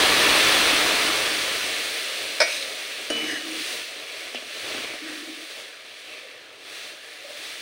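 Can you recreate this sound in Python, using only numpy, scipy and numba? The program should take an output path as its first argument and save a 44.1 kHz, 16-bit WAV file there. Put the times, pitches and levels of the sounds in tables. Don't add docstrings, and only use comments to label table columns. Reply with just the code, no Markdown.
import sys
import numpy as np
from scipy import signal
from scipy.fft import rfft, irfft
from scipy.io import wavfile
from numba import njit

SR = 44100
rng = np.random.default_rng(int(sys.argv[2]) if len(sys.argv) > 2 else 0)


def put_to_file(sound):
    columns = np.atleast_2d(sound).T
    safe = np.clip(columns, -1, 1)
    whole_steps = np.round(safe * 32767)
    wavfile.write(sys.argv[1], SR, whole_steps.astype(np.int16))


N = 335601
T = np.arange(N) / SR
FREQS = np.arange(N // 2 + 1) * SR / N
POUR_END_S = 0.57

# (frequency [Hz], relative level [dB])
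HISS_SPECTRUM = [(700, -36.5), (1000, -19), (1270, -6), (1430, -9), (1750, -3), (2500, -2), (4200, -4),
                 (5200, -12), (6200, -12), (7300, -16.5), (9300, -12), (11000, -21.5), (12800, -28),
                 (15200, -18.5)]


def undb(db):
    return 10 ** (np.asarray(db) / 20)


def together(*levels_db):
    return 10 * np.log10(sum(undb(db) ** 2 for db in levels_db))


def unit(x):
    return x / np.sqrt(np.mean(x ** 2) + 1e-20)


def shape(x, gain):
    return irfft(rfft(x) * gain, N)


def band_unit(x, low_hz, high_hz):
    return x / np.std(shape(x, (FREQS > low_hz) & (FREQS < high_hz)))


def colour(points):
    hz, db = np.transpose(points)
    curve_db = np.interp(np.log(FREQS + 1), np.log(hz), db)
    cepstrum = irfft(np.log(undb(curve_db)), N)
    cepstrum[1:N // 2] *= 2
    cepstrum[N // 2:] = 0
    return np.exp(rfft(cepstrum))


def resonance(hz, width_hz):
    return 1j * FREQS * width_hz / (hz ** 2 - FREQS ** 2 + 1j * FREQS * width_hz)


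@njit
def moving_band(x, hz, q):
    y, band, low = np.empty(len(x)), 0., 0.
    for i in range(len(x)):
        g = np.tan(np.pi * hz[i] / SR)
        v = (band + g * (x[i] - low)) / (1 + g * (g + 1 / q))
        band, low = 2 * v - band, low + 2 * g * v
        y[i] = v / q
    return y


def wander(per_s):
    return unit(np.interp(T * per_s, np.arange(4096), rng.standard_normal(4096)))


def pops(per_s, scatter_db):
    happens = rng.random(N) < per_s / SR
    size = undb(scatter_db * np.minimum(rng.exponential(size=N), 6))
    return unit(happens * size * np.sign(rng.standard_normal(N)))


def stroke(start, end, edge_s):
    inside_s = np.minimum(T - start, end - T)
    return np.sin(np.pi / 2 * np.clip(inside_s / edge_s + .5, 0, 1)) ** 2


def fade(t60_s):
    return np.exp(-np.minimum(np.log(1000) * T / t60_s, 60))


def ring(modes):
    t = T[:2 * SR]
    return sum((-1) ** k * undb(db - 60 * t / t60) * np.cos(2 * np.pi * hz * t)
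               for k, (hz, db, t60) in enumerate(modes))


def play(hits, sound):
    out = np.zeros(N)
    for time_s, db in hits:
        start = int(time_s * SR)
        part = sound()[:N - start]
        out[start:start + len(part)] += undb(db) * part
    return out


def kitchen(direct, t60_s, wet_db):
    reflections = rng.standard_normal(N) * fade(t60_s) * (T > .003)
    tail = shape(reflections, resonance(1800, 8700))
    tail = tail[:SR] / np.sqrt(np.sum(tail ** 2))
    room = signal.fftconvolve(direct, tail)[:N]
    return (direct + undb(wet_db) * room) / np.sqrt(1 + undb(wet_db) ** 2)


def sloshing():
    # (start [s], end [s], level [dB])
    sweeps = [(3.118, 3.38, -41.5), (3.43, 3.78, -51.5), (4.63, 4.93, -42.5), (6.393, 6.87, -57.5),
              (7.378, 7.61, -54.5)]
    # (frequency [Hz], relative level [dB])
    slosh_spectrum = [(40, -43), (80, -14), (115, -4), (165, -11), (230, -14), (320, 4.5), (600, 1),
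                      (900, -4.5), (1300, -1.5), (2500, -35), (6000, -36)]
    slosh = unit(shape(pops(1300, scatter_db=2.5), colour(slosh_spectrum)))
    push = sum(undb(db) * stroke(start, end, edge_s=0.031) for start, end, db in sweeps)
    return push * slosh


def juddering():
    # (start [s], end [s], opening level [dB], pitch [Hz], roughness [0-1], catch rate [1/s])
    judders = [(2.076, 2.17, -43.5, 540, .8, 12), (2.59, 2.682, -42, 535, 0.05, 15),
               (3.135, 3.38, -54, 229, 0.6, 19), (3.225, 3.408, -37.5, 305, 0.25, 23),
               (3.434, 3.626, -38, 315, 0.5, 19), (5.016, 5.25, -40.5, 310, 0.42, 29),
               (5.269, 5.351, -41.5, 314, 0.35, 27), (5.35, 5.47, -49.5, 313.5, 0.7, 19),
               (6.205, 6.395, -51.5, 507, 0.76, 15.6), (7.224, 7.398, -47, 570, 0.6, 19)]
    catch_db, sag_db_per_s = 4.5, 23
    out = np.zeros(N)
    drift = 1 + 0.0269 * wander(90)
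    chatter = undb(1.7 * wander(120))
    slips = pops(1500, scatter_db=1.5)
    for start, end, db, hz, rough, catch_per_s in judders:
        since_s = np.maximum(T - start, 0)
        catches = undb(-catch_db * np.cos(2 * np.pi * catch_per_s * since_s))
        groan = unit(chatter * catches * np.sin(2 * np.pi * np.cumsum(hz * drift) / SR))
        rasp = unit(shape(slips, resonance(hz, 0.33 * hz) ** 2))
        pressure = stroke(start, end, edge_s=0.029) * undb(-sag_db_per_s * since_s)
        out += undb(db) * pressure * (np.sqrt(1 - rough) * groan + np.sqrt(rough) * rasp)
    return out


def scraping():
    # (start [s], end [s], squeal [dB], centre [Hz], resonance half-width [Hz], ladle ring [dB])
    scrapes = [(2.47, 2.574, -32.5, 2560, 330, -38), (2.508, 2.647, -37, 3980, 270, -40.5),
               (3.137, 3.21, -33.5, 2500, 560, -45), (3.204, 3.27, -32.5, 2220, 350, -39),
               (3.27, 3.394, -33, 1840, 180, -40.5), (3.248, 3.394, -40, 2907, 30, -56),
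               (4.354, 4.371, -28, 2940, 600, -51), (5.025, 5.193, -45.5, 1720, 400, -53)]
    # (frequency [Hz], width [Hz], relative level [dB])
    ladle_modes = [(3786, 30, 6), (4190, 100, 0.5), (4860, 45, 2), (5150, 47, 5), (5700, 79, -1),
                   (6100, 63, 1), (6350, 90, -1), (8130, 200, -3.5), (8800, 250, -21), (8750, 140, -13),
                   (9920, 69, -13)]
    out = np.zeros(N)
    slips = pops(3000, scatter_db=0) * undb(wander(120))
    ladle = sum(undb(db) * resonance(hz, width_hz) for hz, width_hz, db in ladle_modes)
    steel = unit(shape(slips, ladle))
    for start, end, squeal_db, hz, half_width_hz, steel_db in scrapes:
        squeal = unit(shape(slips, resonance(hz, 2 * half_width_hz) ** 2))
        out += stroke(start, end, edge_s=0.067) * (undb(squeal_db) * squeal + undb(steel_db) * steel)
    return out


def wok_knocks():
    # (time [s], thud gain [dB], ring gain [dB])
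    blows = [(3.102, -2.5, 0.5), (4.347, -10, -27), (4.422, -19, -40), (4.71, -16, -34), (4.745, -9, -32),
             (4.78, -10, -30), (4.835, -13, -28), (4.936, -12, -25)]
    # (frequency [Hz], relative level [dB], t60 [s])
    wok_modes = [(230.5, -13, 1), (300, -9, 0.88), (460, -7, 0.65), (697, -6, .13), (1266, -15, 0.52),
                 (1587, -10.5, 0.35), (2970, 5.5, 0.99), (2974, -1, 0.2), (4210, -28, .9), (4700, -6, 0.13),
                 (5620, -8, .11), (6800, -11, .1), (8190, -19, .13), (9150, -2, .08)]
    # (frequency [Hz], relative level [dB])
    thud_spectrum = [(50, -16), (150, -41), (240, 3.5), (450, -3.5), (620, 4), (900, -15), (1800, -10),
                     (3000, -11), (4200, -20), (5600, -15), (9000, -34), (15000, -39)]
    times, thud_db, ring_db = np.transpose(blows)
    tick_and_thud = fade(t60_s=0.0067) + undb(-6) * fade(t60_s=0.16)
    thuds = play(zip(times, thud_db), lambda: rng.standard_normal(N) * tick_and_thud)
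    ringing = play(zip(times, ring_db), lambda: ring(wok_modes))
    return undb(-3) * shape(thuds, colour(thud_spectrum)) + undb(-28) * ringing


def pot_knocks():
    # (time [s], gain [dB])
    blows = [(2.4025, 1.5), (2.405, -1.5), (2.4155, 0), (2.424, -7.5), (2.476, -16)]
    # (frequency [Hz], relative level [dB], t60 [s])
    pot_modes = [(575, -13, 0.16), (666, -9.5, 0.29), (913, -7.5, 0.096), (1370, -9.5, 0.15),
                 (1515, -3, 0.17), (1906, -10, 0.2), (2085, -12, 0.13), (2250, 1, 0.11), (2418, -9, 0.17),
                 (3770, -15, 0.16), (4320, -17, 0.4), (4450, -16, .12), (4760, -14, .17),
                 (4870, -10.5, 0.16), (5240, -5.5, 0.12), (5756, -9.5, 0.39), (6008, -32, .8),
                 (8900, -25, 0.94), (9500, -23, .15)]
    # (frequency [Hz], relative level [dB])
    clank_spectrum = [(100, -31), (300, -17.5), (480, 2.5), (620, 14.5), (780, -15), (1100, -4), (1450, -1),
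                      (2300, -6), (3000, -12), (3600, -5.5), (5500, -4), (6600, -18), (10000, -18),
                      (15000, -52)]

    def struck_spot():
        return ring([(hz + 6 * rng.standard_normal(), db + rng.standard_normal(), t60)
                     for hz, db, t60 in pot_modes])

    clanks = play(blows, lambda: rng.standard_normal(N) * fade(t60_s=0.1))
    ringing = play(blows, struck_spot)
    return undb(-8.5) * shape(clanks, colour(clank_spectrum)) + undb(-20) * ringing


def flash_level():
    held_db, fall_db_per_s = -24, 8
    return held_db - fall_db_per_s * np.maximum(T - POUR_END_S, 0)


def pour():
    # (frequency [Hz], relative level [dB])
    roar_spectrum = [(20, -16), (70, -10), (165, -11.5), (205, -7), (255, -5.5), (310, 1), (480, -3),
                     (850, -3.5), (1200, 0), (1900, -4), (3500, -8.5), (7000, -29.5)]
    roar = unit(shape(pops(7000, scatter_db=3), colour(roar_spectrum)))
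    steam = unit(shape(rng.standard_normal(N), resonance(11500, width_hz=5500) ** 2))
    fall_db = 10 * (T / 1.36) ** 2.5
    roar_db = -23.5 - fall_db + 0.32 * wander(22.6)
    return roar * undb(roar_db) + steam * undb(flash_level() - 20)


def wash_levels():
    # (crest [s], rise [s], fall [s], hiss [dB], fizz re hiss [dB])
    washes = [(3.7, .25, 0.19, -34, -6.5), (4.19, .15, 0.2, -40, -9), (4.73, 0.27, 0.29, -34.5, -9.5),
              (5.14, .11, 0.2, -39.5, -8.3), (5.561, 0.37, 0.16, -40.5, -7.5), (5.89, 0.035, .06, -54, -6),
              (6.08, 0.23, 0.26, -43.5, -10.5), (6.789, 0.16, 0.19, -37.5, -9.5),
              (7.1, 0.14, 0.13, -42, -10), (7.49, 0.29, 0.33, -37, -8.5)]
    flatness = 2.1
    hiss_power = fizz_power = 1e-20
    for crest, rise_s, fall_s, hiss_db, fizz_db in washes:
        from_crest = np.abs(T - crest) / np.where(T < crest, rise_s, fall_s)
        power = (undb(hiss_db) * np.exp(-from_crest ** flatness)) ** 2
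        hiss_power += power
        fizz_power += power * undb(fizz_db) ** 2
    return 10 * np.log10([hiss_power, fizz_power])


def frying_levels():
    flash_db = flash_level()
    finer_db = 3.22 * np.maximum(T - POUR_END_S, 0)
    simmer_db, simmer_boil_db = -27.5 - 2.5 * T, -40 - 1.92 * T
    wash_db, wash_fizz_db = wash_levels()
    hiss_db = together(flash_db, simmer_db, wash_db)
    fizz_db = together(flash_db - 9 + finer_db, simmer_db - 18.5, wash_fizz_db)
    boil_db = together(flash_db - 12, simmer_boil_db, wash_db - 14.5)
    return hiss_db, fizz_db, boil_db


def wok_bowl():
    # (frequency [Hz], width [Hz], lift [dB])
    lifts = [(1250, 78, -1), (1664, 44, 1), (2300, 190, 2), (2680, 54, 3), (3430, 230, 2.5), (4110, 190, 2),
             (4720, 240, 3), (5310, 120, 4), (5880, 230, 3.5), (7400, 180, 1), (8400, 250, 1.5)]
    return np.prod([1 + (undb(db) - 1) * resonance(hz, width_hz) for hz, width_hz, db in lifts], axis=0)


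def under_ladle(hiss):
    # (start [s], end [s], first [Hz], last [Hz], level re hiss [dB])
    glides = [(2.853, 3.083, 2350, 3150, -12), (3.93, 4.3, 2740, 1980, -9), (4.54, 4.8, 4200, 3200, -9),
              (4.825, 5.117, 2500, 1660, 0), (5.64, 5.87, 1900, 1000, -2), (6.08, 6.56, 2850, 1200, -2.5),
              (6.913, 7.26, 1500, 2100, -5)]
    pocket_q = 5.7
    out = hiss.copy()
    for start, end, first_hz, last_hz, db in glides:
        pocket = moving_band(hiss, np.interp(T, [start, end], [first_hz, last_hz]), pocket_q)
        out += undb(db) * stroke(start, end, edge_s=0.11) * pocket
    return out


def spatter(hiss_db):
    ticks = shape(pops(90, scatter_db=1), colour(HISS_SPECTRUM) * resonance(4400, 14000))
    return unit(ticks) * undb(hiss_db - 15)


def sizzle():
    # (frequency [Hz], relative level [dB])
    boil_spectrum = [(40, -33), (80, -21), (115, -12.5), (165, -29.5), (220, -11.5), (310, -4), (410, 0),
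                     (470, 2), (530, 0), (620, 3), (740, -3.5), (860, -10.5), (1200, -7), (1700, -35)]
    hiss_db, fizz_db, boil_db = frying_levels()
    bubbles_per_s = 9000 * undb(0.52 * (hiss_db + 36.5))
    spectrum = colour(HISS_SPECTRUM) * wok_bowl()
    fizz_share = 1 / (1 + (4700 / (FREQS + 1)) ** 4)
    hiss = shape(pops(bubbles_per_s, scatter_db=0.5), spectrum * np.sqrt(1 - fizz_share))
    fizz = shape(pops(1.6 * bubbles_per_s, scatter_db=1.5), spectrum * np.sqrt(fizz_share))
    boil = shape(pops(0.4 * bubbles_per_s, scatter_db=1.84), colour(boil_spectrum))
    hiss = undb(hiss_db - 1.7) * under_ladle(band_unit(hiss, 2000, 4500))
    fizz = undb(fizz_db - 0.53) * band_unit(fizz, 6000, 15000)
    boil = undb(boil_db + 1.2 * wander(25)) * band_unit(boil, 420, 800)
    flicker = undb(0.33 * wander(35))
    return (hiss + fizz + boil) * flicker + spatter(hiss_db)


def scene():
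    stove = sizzle() + pour() + pot_knocks() + wok_knocks() + scraping()
    mono = kitchen(stove, t60_s=0.42, wet_db=-14) + juddering() + sloshing()
    return np.array([mono, mono])


def record(dry):
    return signal.sosfilt(signal.ellip(12, .1, 80, 15750, fs=SR, output="sos"), dry)


dry = scene()
out = record(dry)
put_to_file(out)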